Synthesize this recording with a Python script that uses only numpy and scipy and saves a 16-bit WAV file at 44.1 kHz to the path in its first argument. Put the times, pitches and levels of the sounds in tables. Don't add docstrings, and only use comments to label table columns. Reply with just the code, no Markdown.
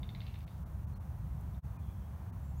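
import sys
import numpy as np
from scipy import signal
from scipy.fft import rfft, irfft, next_fast_len
from scipy.io import wavfile
from scipy.ndimage import map_coordinates

SR = 44100
rng = np.random.default_rng(int(sys.argv[2]) if len(sys.argv) > 2 else 0)


def dump_mix(stems):
    frames = np.atleast_2d(stems).T
    limited = np.clip(frames, -1, 1)
    pcm = np.round(limited * 32767).astype(np.int16)
    wavfile.write(sys.argv[1], SR, pcm)


N = 114660


def amp(db):
    return 10 ** (np.asarray(db) / 20)


def unit(x):
    return x / np.sqrt(np.mean(x ** 2) + 1e-20)


def filtered(x, response):
    m = next_fast_len(len(x) + 8192)
    gain = response(np.fft.rfftfreq(m, 1 / SR))
    return irfft(rfft(x, m) * gain, m)[:len(x)]


def noise(spectrum):
    point_hz, point_db = np.transpose(spectrum)

    def colour(hz):
        return amp(np.interp(np.log(hz + 1), np.log(point_hz), point_db))

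    return unit(filtered(rng.standard_normal(N), colour))


def wobble(rate):
    knots = rng.standard_normal(int(N * rate / SR) + 4)
    return map_coordinates(knots, [np.arange(N) * rate / SR])


def add(track, s, sound):
    part = track[max(0, round(s * SR)):][:len(sound)]
    part += sound[:len(part)]


WOODS_T60_S, WOODS_RISE_S = 0.51, 0.0081


def woods(x):
    t = np.arange(SR) / SR
    fade = amp(-60 * t / WOODS_T60_S)
    tail = rng.standard_normal(SR) * fade * (1 - np.exp(-t / WOODS_RISE_S))
    return signal.fftconvolve(x, tail / np.linalg.norm(tail))[:N]


# frequency in Hz, relative level in dB per Hz.
RUMBLE_COLOUR = [(20, -41), (30, -28.5), (40, -12.5), (52, -5), (68, 1), (95, -4.5), (135, -7), (195, -15),
                 (260, -28), (400, -41), (900, -76)]
RUSH_COLOUR = [(100, -9), (300, 1.5), (450, -3.5), (680, 0.5), (950, 0.5), (1300, -5.5), (1800, -12),
               (2600, -19), (4500, -26.5), (9000, -51)]
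HISS_COLOUR = [(500, 0), (3500, -5.5), (4900, -8), (5900, -1), (7800, -5), (9500, -1.5), (10400, -4.5),
               (11600, -0.5), (15500, 1)]
# time in seconds, level in dB.
RUMBLE_LEVEL = [(0, -39.5), (.2, -42.5), (.54, -42.5), (.63, -41), (.82, -42), (.92, -39.5), (1.03, -43.5),
                (1.2, -40), (1.45, -40), (1.7, -42), (1.88, -40), (2.1, -42.5), (2.33, -42), (2.6, -41)]
RUSH_DB, HISS_DB = -61.5, -70
RUSH_SWAY_DB, RUSH_SWAY_RATE = 0.62, 4.86


def air():
    rumble_db = np.interp(np.arange(N) / SR, *np.transpose(RUMBLE_LEVEL))
    rumble = noise(RUMBLE_COLOUR) * amp(rumble_db)
    rush = noise(RUSH_COLOUR) * amp(RUSH_DB + RUSH_SWAY_DB * wobble(RUSH_SWAY_RATE))
    return rumble + rush + amp(HISS_DB) * noise(HISS_COLOUR)


# start in seconds, level in dB (the direct pulse is then doubled), low resonance in dB,
# main resonance in dB, upper resonances in dB, noise in the woodland tail in dB.
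PULSES = [(.0310, -50, 0.5, 6, -2, -5.5), (.0908, -51, 0, 7.5, -5, -6), (.1488, -49, 4.5, -4, 0, -4.5),
          (.2046, -50, -12, 4.5, 2, -4), (.2163, -52.5, 0.5, -2, 5, -1.5),
          (.2664, -48.5, -17, -7, -0.5, -3), (.2817, -53, -6, -4, -5, -3), (.3414, -51, -4, -3, -6, -6.5),
          (.3568, -54.5, -2, -4, -5, -5), (.4056, -53.5, -16, -8, -14, -6), (.4775, -54, -7, -8, -9, -3),
          (1.546, -67.5, -8, 6, -3, -5)]
# frequency in Hz, relative level in dB, time to fade by 60 dB in seconds.
LOW_MODES = [(2165, -4, 0.017)]
MID_MODES = [(2610, -3.5, 0.0075), (3110, -7.5, .011)]
MAIN_MODES = [(3648, 0, 0.013)]
UPPER_MODES = [(4010, -4.5, 0.01), (4390, -4.5, 0.0096)]
# frequency in Hz, relative level in dB.
RASP_COLOUR = [(1000, -35), (1900, -3.5), (2400, -2), (4400, -5.5), (5100, -11), (9000, -29), (15000, -40)]
# average delay in seconds, level in dB.
ECHOES = [(.0046, -11), (0.011, -10)]
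ATTACK_S, RASP_DB, RASP_T60_S = 0.001, -9.5, 0.019
PITCH_SCATTER, ECHO_SCATTER = 0.0066, 0.033
CREAK_TOP_HZ = 5030
WOODS_DB, TAIL_RING_DB = -1, -8.5


def creak():
    out, t = np.zeros(N), np.arange(SR // 16) / SR
    for s, db, low_db, main_db, upper_db, tail_db in PULSES:
        pulse = amp(RASP_DB - 60 * t / RASP_T60_S) * noise(RASP_COLOUR)[:len(t)]
        groups = (LOW_MODES, low_db), (MID_MODES, 0), (MAIN_MODES, main_db), (UPPER_MODES, upper_db)
        for modes, group_db in groups:
            for hz, level, t60 in modes:
                pitch = hz * (1 + PITCH_SCATTER * rng.standard_normal())
                ring = np.sin(2 * np.pi * (pitch * t + rng.random()))
                pulse = pulse + amp(group_db + level - 60 * t / t60) * ring
        pulse = 2 * amp(db) * pulse * (1 - np.exp(-t / ATTACK_S))
        pulse = filtered(pulse, lambda hz: 1 / (1 + (hz / CREAK_TOP_HZ) ** 12) ** .5)
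        add(out, s, pulse)
        for delay, echo_db in ECHOES:
            echo_delay = delay * (1 + ECHO_SCATTER * rng.standard_normal())
            add(out, s + echo_delay, amp(echo_db) * pulse)
        scatter = amp(db + tail_db - 60 * t / RASP_T60_S) * noise(RASP_COLOUR)[:len(t)]
        add(out, s, amp(WOODS_DB) * woods(scatter + amp(TAIL_RING_DB) * pulse))
    return out


# start in seconds, level in dB before the fade, centre in Hz, spread in octaves.
TICKS = [(0.389, -63, 10900, .5), (.581, -67, 5500, 0.45), (1.411, -61, 10700, 0.58),
         (1.663, -73, 4000, 0.43)]
TICK_T60_S = 0.018


def ticks():
    out, t = np.zeros(N), np.arange(SR // 16) / SR
    for s, db, centre_hz, octaves in TICKS:
        def bell(hz):
            return np.exp(-.5 * (np.log2((hz + 1) / centre_hz) / octaves) ** 2)

        band = filtered(rng.standard_normal(len(t)), bell)
        add(out, s, unit(band) * amp(db - 60 * t / TICK_T60_S))
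    return out


# middle in seconds, half length in seconds, depth in dB, lower edge in Hz.
DIPS = [(.458, .014, 20, 1703), (0.649, .015, 19.5, 2002), (0.862, 0.016, 17, 1802),
        (0.949, .011, 24, 2000), (0.992, 0.015, 21, 1498), (1.615, 0.035, 34, 0), (1.781, 0.013, 22, 2600),
        (2.316, 0.014, 28, 1996)]


def dips(x):
    t = np.arange(N) / SR
    for s, half_s, depth_db, edge_hz in DIPS:
        upper = filtered(x, lambda hz: 1 / (1 + (edge_hz / (hz + 1)) ** 12))
        shape = np.clip(1 - abs(t - s) / half_s, 0, 1) ** 1.64
        x = x + upper * (amp(-depth_db * shape) - 1)
    return x


# start in seconds, length in seconds, pitch in Hz, peak level in dB.
BLIPS = [(0.927, 0.045, 4220, -70.5), (1.764, 0.04, 2440, -68.5)]


def blips():
    out = np.zeros(N)
    for s, length, hz, db in BLIPS:
        t = np.arange(int(length * SR)) / SR
        swell = np.sin(np.pi * t / length) ** 2
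        add(out, s, amp(db) * swell * np.sin(2 * np.pi * hz * t))
    return out


# start in seconds, length in seconds, starting Hz, final Hz, level in dB before rise and fade.
FAR_CALLS = [(1.798, .36, 3356, 3230, -78.5), (1.86, 0.081, 2455, 2430, -76)]
FAR_BLUR_RATE, FAR_RISE_S = 400, .03


def far_call():
    out = np.zeros(N)
    for s, length, start_hz, end_hz, db in FAR_CALLS:
        t = np.arange(int(length * SR)) / SR
        blur = (wobble(FAR_BLUR_RATE) + 1j * wobble(FAR_BLUR_RATE))[:len(t)]
        hz = np.linspace(start_hz, end_hz, len(t))
        tone = np.exp(2j * np.pi * np.cumsum(hz) / SR)
        band = unit((blur * tone).real)
        add(out, s, amp(db) * band * np.minimum(t / FAR_RISE_S, 1) * np.sqrt(1 - t / length))
    return out


# start in seconds, length in seconds, starting Hz, held Hz, level in dB of the direct sound.
WHISTLES = [(2.42, .125, 6700, 7470, -77), (2.561, 0.054, 6000, 7230, -70)]
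GLIDE_S, WHISTLE_EDGE_S = 0.015, 0.018
WHISTLE_WAVER, WHISTLE_WET_DB = .004, -7


def birds():
    out = np.zeros(N)
    for s, length, start_hz, held_hz, db in WHISTLES:
        t = np.arange(int(length * SR)) / SR
        glide_hz = held_hz + (start_hz - held_hz) * np.exp(-t / GLIDE_S)
        hz = glide_hz * (1 + WHISTLE_WAVER * wobble(120)[:len(t)])
        swell = np.clip(np.minimum(t, length - t) / WHISTLE_EDGE_S, 0, 1)
        add(out, s, amp(db) * swell * np.sin(2 * np.pi * np.cumsum(hz) / SR))
    return out + amp(WHISTLE_WET_DB) * woods(out)


def scene():
    return (air() + creak() + ticks() + far_call() + birds())[None]


TOP_HZ = 15800


def record(dry):
    return filtered(dips(dry[0]) + blips(), lambda hz: hz < TOP_HZ)[None]


dry = scene()
out = record(dry)
dump_mix(out)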